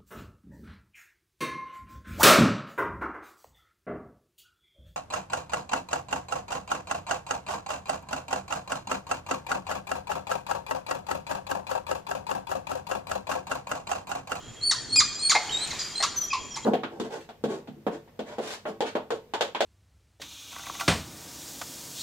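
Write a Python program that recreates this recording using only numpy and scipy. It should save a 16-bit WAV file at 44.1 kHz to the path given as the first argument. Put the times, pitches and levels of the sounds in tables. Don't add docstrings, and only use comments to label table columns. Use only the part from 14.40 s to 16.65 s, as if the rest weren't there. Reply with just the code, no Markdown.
import sys
import numpy as np
from scipy import signal
from scipy.fft import rfft, irfft, next_fast_len
from scipy.io import wavfile
from scipy.ndimage import uniform_filter1d

SR = 44100
rng = np.random.default_rng(int(sys.argv[2]) if len(sys.argv) > 2 else 0)


def volts_from_decibels(level):
    exponent = np.asarray(level, float) / 20
    return 10 ** exponent


def output_pcm(signal):
    pcm = np.clip(np.atleast_2d(signal).T, -1, 1) * 32767
    wavfile.write(sys.argv[1], SR, np.round(pcm).astype(np.int16))


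N = 99225

# (frequency [Hz], level [dB per Hz])
AIR_SPECTRUM = [(15, -70), (25, -11), (122, -8.5), (399, -9.5), (537, -16), (3340, -24), (5280, -27),
                (7100, -27), (15500, -58.5)]
# (frequency [Hz], likeness [0-1])
AIR_LIKENESS = [(30, 0.83), (90, 0.85), (300, 0.25), (1000, 0.95), (4000, 0.89), (9000, 0.25)]
# (width [s], boost [dB], below [Hz])
GUST_SHAPE = (0.14, 6, 410)
# (width [s], boost [dB], above [Hz])
LEAF_STIR = (0.39, 14.3, 770)
# (pitch [Hz], width [Hz], level [dB], throb rate [1/s], throb depth [0-1], steady share [0-1])
INSECT_VOICES = [
    (3253, 100, -47.5, 6.1, 0.57, 0.52),
    (7042, 200, -45.5, 290, 0.59, 0.4),
]
# (time [s], level [dB], pitch [Hz])
WIND_KNOCKS = [(.1, -47.5, 120), (0.211, -52.5, 109), (0.381, -49.5, 117), (.44, -53.5, 125),
               (.54, -46, 117), (0.599, -46, 105), (0.536, -49.5, 257), (0.588, -48.5, 294),
               (.65, -53.5, 242), (1.2, -58.5, 80), (1.28, -57, 148), (1.33, -52, 70), (1.699, -54, 93)]
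# (time [s], pitch [Hz], level [dB])
EARLY_WHISTLES = [
    [(.212, 4115, -39), (.226, 4300, -37.5), (.238, 4400, -25), (.254, 4494, -29.5), (.268, 4503, -23),
     (.285, 4438, -23.5), (.294, 4450, -44), (.3, 4510, -19.5), (.311, 4030, -37)],
    [(.49, 4125, -51), (.498, 4205, -37.5), (.516, 4330, -44), (.53, 4356, -25), (.554, 4422, -29),
     (.565, 4250, -28.5)],
    [(.79, 4120, -39.5), (.82, 4250, -34.5), (.841, 4410, -27.5), (.846, 4396, -46), (.851, 4350, -25.5),
     (.862, 4366, -28), (.879, 4331, -23.5), (.89, 4420, -39), (.897, 4170, -38)],
    [(1.094, 3020, -21), (1.102, 3090, -47), (1.116, 3220, -29.5)],
    [(1.118, 3765, -41), (1.128, 3790, -29.5), (1.152, 3710, -27.5), (1.176, 3873, -35.5),
     (1.194, 3920, -38), (1.214, 4000, -34), (1.234, 4250, -34), (1.252, 4222, -37.5)],
]
LATE_WHISTLES = [
    [(1.552, 3940, -40), (1.56, 4160, -32), (1.572, 4134, -33.5), (1.584, 4200, -26), (1.59, 4206, -39),
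     (1.595, 4217, -28.5), (1.608, 4270, -31.5), (1.624, 4410, -45)],
    [(1.76, 6230, -38), (1.77, 6065, -31), (1.788, 6084, -26.5), (1.802, 6070, -52), (1.817, 6080, -26.5),
     (1.83, 5960, -34.5), (1.838, 5840, -30), (1.846, 5930, -30.5), (1.856, 5660, -35)],
    [(2.105, 5760, -46), (2.115, 5685, -42.5), (2.14, 5730, -47), (2.149, 5500, -34), (2.154, 4950, -47),
     (2.162, 3100, -45)],
    [(2.24, 3800, -51), (2.246, 4000, -42), (2.25, 4130, -35)],
    [(1.904, 2543, -35), (1.914, 2510, -34), (1.92, 2460, -30), (1.926, 2485, -44)],
]
OCTAVE_LEVELS = [-13, -13, -7, -29, -7.5, -13, -26, -38, -21, -6]
OCTAVE_GROWTHS = [18, 1.7, 2, 3.4, 5.6, 4.5, 9, 14, 3, 3]
# (time [s], pitch [Hz], level [dB], roughness [0-1])
EARLY_CHIRPS = [
    [(.308, 2196, -41, 0), (.313, 1996, -16, 0.2), (.32, 1543, -22, 0.25), (.33, 1076, -34, 0)],
    [(.558, 2551, -18.5, 0.29), (.564, 2447, -17, 0), (.582, 2461, -15, 0), (.594, 2389, -22.5, 0),
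     (.604, 2034, -17, 0.21), (.612, 1212, -27.5, 0), (.622, 1178, -26, 0.13)],
    [(.895, 2471, -17, 0.42), (.9, 2295, -16, 0.14), (.91, 1965, -23, 0.06), (.918, 1507, -18, 0.19),
     (.925, 1064, -19.5, 0.14)],
]
LATE_CHIRPS = [
    [(1.305, 2330, -34, 0.061), (1.316, 1908, -31.5, 0.028), (1.326, 1334, -46, 0.27),
     (1.336, 780, -36.5, 0.17)],
    [(1.625, 2382, -20.5, 1), (1.631, 1734, -21, 0.38), (1.637, 1387, -19, 0.61), (1.646, 1044, -22, 0.33)],
    [(2.158, 1866, -34.5, 0.29), (2.166, 1456, -33.5, 0.89), (2.176, 1063, -30.5, 0.28)],
]
CHIRP_TILTS = [-1, -2.5, -2, -6, -4, -1]
# (frequency [Hz], level [dB])
THROAT_SPECTRUM = [(1000, 4), (1900, -7), (2700, -11), (3600, -0.5), (5000, 0), (6800, 2), (9500, -17),
                   (11500, -26.5), (16000, -78)]
# (time [s], length [s], pitch [Hz], level [dB], roughness [0-1])
HOARSE_BARKS = [
    (0.341, 0.019, 992, -32.5, 0),
    (.946, 0.025, 850.4, -10, 0.34),
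    (1.598, 0.036, 791, -29.5, 0.46),
    (1.926, .05, 1053, -23.5, 0.21),
    (2.162, 0.036, 885, -35.5, 0.35),
    (0.361, 0.067, 1800, -47, 0),
]
BARK_THROBS = [40, 80, 58, 46.3, 70, 30.4]
# (time [s], pitch [Hz], level [dB], roughness [0-1])
DISTANT_CALLS = [
    [(1.386, 2400, -20, 0.56), (1.4, 2410, -28, 0.56), (1.425, 2410, -36.5, 0.31), (1.5, 2433, -42.5, 0.07)],
    [(.725, 2290, -31, .8), (.74, 1530, -47, 1)],
]
# (level [dB], pitch [Hz], width [Hz])
TWIG_SNAP = (-34, 6800, 2700)
# (frequency [Hz], time to fall 60 dB [s])
FOREST_DECAY = [(500, 1), (1000, 1), (4500, 1), (7000, 1), (12000, 0.14)]
# (frequency [Hz], likeness [0-1])
FOREST_LIKENESS = [(700, 1), (3000, .93), (6000, 0.83), (9000, 0.13)]
# (frequency [Hz], level [dB])
MIC_RESPONSE = [(8800, 0.5), (9600, 2), (15300, 9.5), (15700, -74)]


def evened(x):
    return x / np.sqrt(np.mean(abs(x) ** 2) + 1e-20)


def read(points, hz):
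    f, value = np.transpose(points)
    return np.interp(np.log(hz + 1), np.log(f + 1), value)


def add(mix, s, sound):
    part = mix[round(s * SR):][:len(sound)]
    part += sound[:len(part)]


def resonate(x, hz, width_hz):
    turn = np.exp(2j * np.pi * hz * np.arange(x.shape[-1]) / SR)
    r = np.exp(-np.pi * width_hz / SR)
    smooth = signal.lfilter([1 - r], [1, -r], x / turn)
    smooth = signal.lfilter([1 - r], [1, -r], smooth)
    return 2 * (turn * smooth).real


def unfold(rows, edge_s):
    s, *columns = np.transpose(rows)
    t = np.arange(s[0], s[-1], 1 / SR)
    ends = np.clip(np.minimum(t - s[0], s[-1] - t) / edge_s, 0, 1)
    return s[0], [np.interp(t, s, c) for c in columns], ends * np.sqrt(2)


def air():
    level_db, patchy_db, gust_s, stir_s = -48, 1.8, 0.52, 1.3
    frames, hz = N // 256 + 5, np.fft.rfftfreq(1024, 1 / SR)[:, None]
    t = np.arange(frames) * 256 / SR
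    a, b, c, d, patches = rng.standard_normal((frames, 513, 5)).T
    patches = uniform_filter1d(patches, size=8, axis=0)
    patches = evened(uniform_filter1d(patches, size=12, axis=1))

    width_s, boost_db, below_hz = GUST_SHAPE
    gust = boost_db * np.exp(-((t - gust_s) / width_s) ** 2) / (1 + (hz / below_hz) ** 4)
    width_s, boost_db, above_hz = LEAF_STIR
    stir = boost_db * np.exp(-((t - stir_s) / width_s) ** 2) / (1 + (above_hz / (hz + 1)) ** 2)

    same = read(AIR_LIKENESS, hz)
    left = a + 1j * b
    right = same * left + np.sqrt(1 - same ** 2) * (c + 1j * d)
    z = np.array([left, right]) * volts_from_decibels(read(AIR_SPECTRUM, hz) + patchy_db * patches + gust + stir)
    x = signal.istft(z, nperseg=1024, noverlap=768)[1][:, :N]
    return volts_from_decibels(level_db) * x / np.sqrt(np.mean(x[:, :9000] ** 2))


def insect(hz, width_hz, db, rate, depth, steady):
    same, early_db = 0.67, -7.5
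    a, b, drift = rng.standard_normal((3, N))
    drift = evened(uniform_filter1d(drift, size=2000))
    right = same * a + np.sqrt(1 - same ** 2) * b
    buzz = evened(resonate(np.array([a, right]), hz, width_hz))
    core = np.sqrt(2) * np.sin(2 * np.pi * np.cumsum(hz * (1 + 0.002075 * drift)) / SR)
    throb = 1 + depth * np.sin(2 * np.pi * np.cumsum(rate * (1 + 0.45 * drift)) / SR)
    swell = volts_from_decibels(db + early_db * np.clip(1 - 2 * np.arange(N) / SR, 0, 1))
    return swell * throb * (steady * core + (1 - steady) * buzz)


def buffet(s, db, hz):
    half_s = 0.035
    t = np.arange(0, 2 * half_s, 1 / SR)
    return s - half_s, volts_from_decibels(db) * 2 * np.hanning(len(t)) * np.sin(2 * np.pi * hz * t)


def whistle(rows, octave_db, growth_db):
    start, (hz, db), ends = unfold(rows, edge_s=0.0023)
    phase = 2 * np.pi * np.cumsum(uniform_filter1d(hz, size=200)) / SR
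    octave = volts_from_decibels(octave_db + growth_db * np.linspace(-.5, .5, len(hz))) * np.sin(2 * phase)
    third = volts_from_decibels(db - 20) * np.sin(3 * phase)
    return start, ends * volts_from_decibels(db) * (np.sin(phase) + octave + third)


def forest(x):
    early_db, early_s, mottle_db = -3, 0.02, 3.5
    taps = np.zeros((2, SR))
    at = np.arange(100, SR - 20, 20) + rng.integers(0, 20, (2, (SR - 101) // 20))
    np.put_along_axis(taps, at, rng.choice([-1., 1.], at.shape), 1)
    hz, t, z = signal.stft(taps, SR, nperseg=256)
    late = volts_from_decibels(-60 * t / read(FOREST_DECAY, hz)[:, None])
    early = volts_from_decibels(early_db + 14.5) * np.exp(-t / early_s)
    spread = np.array([np.ones_like(hz), np.sqrt(1 - read(FOREST_LIKENESS, hz))])
    mottle = evened(uniform_filter1d(rng.standard_normal(z.shape[1:]), size=6))
    fade = (late + early) * spread[:, :, None] * volts_from_decibels(mottle_db * mottle)
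    mid, side = signal.istft(z * fade, SR, nperseg=256)[1]
    tail = np.array([mid + side, mid - side]) / np.linalg.norm(mid)
    return signal.fftconvolve(x[None], tail, axes=1)[:, :N]


def chirp(rows, tilt_db):
    start, (hz, db, rough), ends = unfold(rows, edge_s=0.00081)
    wobble = evened(uniform_filter1d(rng.standard_normal(len(hz)), size=40))
    glide = uniform_filter1d(hz, size=100) * (1 + 0.089 * rough * wobble)
    phase = 2 * np.pi * np.cumsum(glide) / SR

    k = np.arange(1, 25)[:, None] / 2
    share = np.where(k % 1, volts_from_decibels(-7.5) * rough, 1) * volts_from_decibels(tilt_db * np.maximum(k - 2, 0))
    share = share * (k * hz < 15000) * (k * hz > 700)
    partials = share * volts_from_decibels(read(THROAT_SPECTRUM, k * hz)) * np.cos(k * phase + k ** 2)
    tone = evened(partials.sum(0))

    f = np.fft.rfftfreq(len(hz), 1 / SR)
    breath = rfft(rng.standard_normal(len(hz)))
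    hiss = evened(irfft(breath * volts_from_decibels(read(THROAT_SPECTRUM, f)) * (f > 900), len(hz)))
    return start, ends * volts_from_decibels(db) * ((1 - rough) * tone + rough * hiss) / np.sqrt(2)


def bark(start, length, hz, db, rough, throb_hz):
    rise_s, sag, throb_depth = 0.00654, 0.1, 0.7
    fade_db, puff_db, puff_fade_db = -2.5, -6, -16
    t = np.arange(0, length + .01, 1 / SR)
    a, b, c = rng.standard_normal((3, len(t) + 2000))

    cycle = (throb_hz * np.maximum(t - rise_s / 2, 0)) % 1
    throb = 1 + throb_depth * np.sin(2 * np.pi * cycle ** .5)
    tone = throb * np.sin(2 * np.pi * hz * np.cumsum(1 + sag * (.5 - t / length)) / SR)
    low = evened(resonate(resonate(a, hz, 1520), 0.93 * hz, 1080 * rough + 40))[2000:]
    upper = evened(resonate(b, 2.38 * hz, 510))[2000:]
    puff = resonate(resonate(resonate(c, 4540, 5400), 4800, 7600), 2800, 6400)
    puff = volts_from_decibels(puff_db + puff_fade_db * t / length) * evened(puff)[2000:]

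    shape = np.clip(t / rise_s, 0, 1) ** 2 * np.clip((length + 0.0095 - t) / 0.036, 0, 1)
    voice = (1 - rough) * tone + rough * (low + upper) + puff
    return start, volts_from_decibels(db + fade_db * t / length) * shape * voice


def far_call(rows):
    call = np.zeros(N)
    add(call, *chirp(rows, tilt_db=-1))
    return resonate(call, hz=5200, width_hz=4000)


def twig():
    db, hz, width_hz = TWIG_SNAP
    crack = evened(resonate(rng.standard_normal(220), hz, width_hz))
    return 1.273, volts_from_decibels(db) * np.hanning(220) * crack


def scene():
    near_wet_db, thin_wet_db = -2.5, -3.5
    thin, near, wind = np.zeros((3, N))
    for row in WIND_KNOCKS:
        add(wind, *buffet(*row))
    for row in zip(EARLY_WHISTLES + LATE_WHISTLES, OCTAVE_LEVELS, OCTAVE_GROWTHS):
        add(thin, *whistle(*row))
    for row in zip(EARLY_CHIRPS + LATE_CHIRPS, CHIRP_TILTS):
        add(near, *chirp(*row))
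    for row, throb_hz in zip(HOARSE_BARKS, BARK_THROBS):
        add(near, *bark(*row, throb_hz))
    add(near, *twig())
    far = sum(far_call(rows) for rows in DISTANT_CALLS)
    scattered = forest(volts_from_decibels(near_wet_db) * near + volts_from_decibels(thin_wet_db) * thin + far)
    insects = sum(insect(*row) for row in INSECT_VOICES)
    return thin + near + wind + scattered + air() + insects


def top_cut(x):
    return signal.sosfilt(signal.butter(12, 15630, fs=SR, output="sos"), x)


def record(dry):
    size = next_fast_len(N + 2048)
    response = volts_from_decibels(read(MIC_RESPONSE, np.fft.rfftfreq(size, 1 / SR)))
    heard = irfft(rfft(dry, size) * response, size)[:, :N]
    return top_cut(heard)


dry = scene()
out = record(dry)
output_pcm(out)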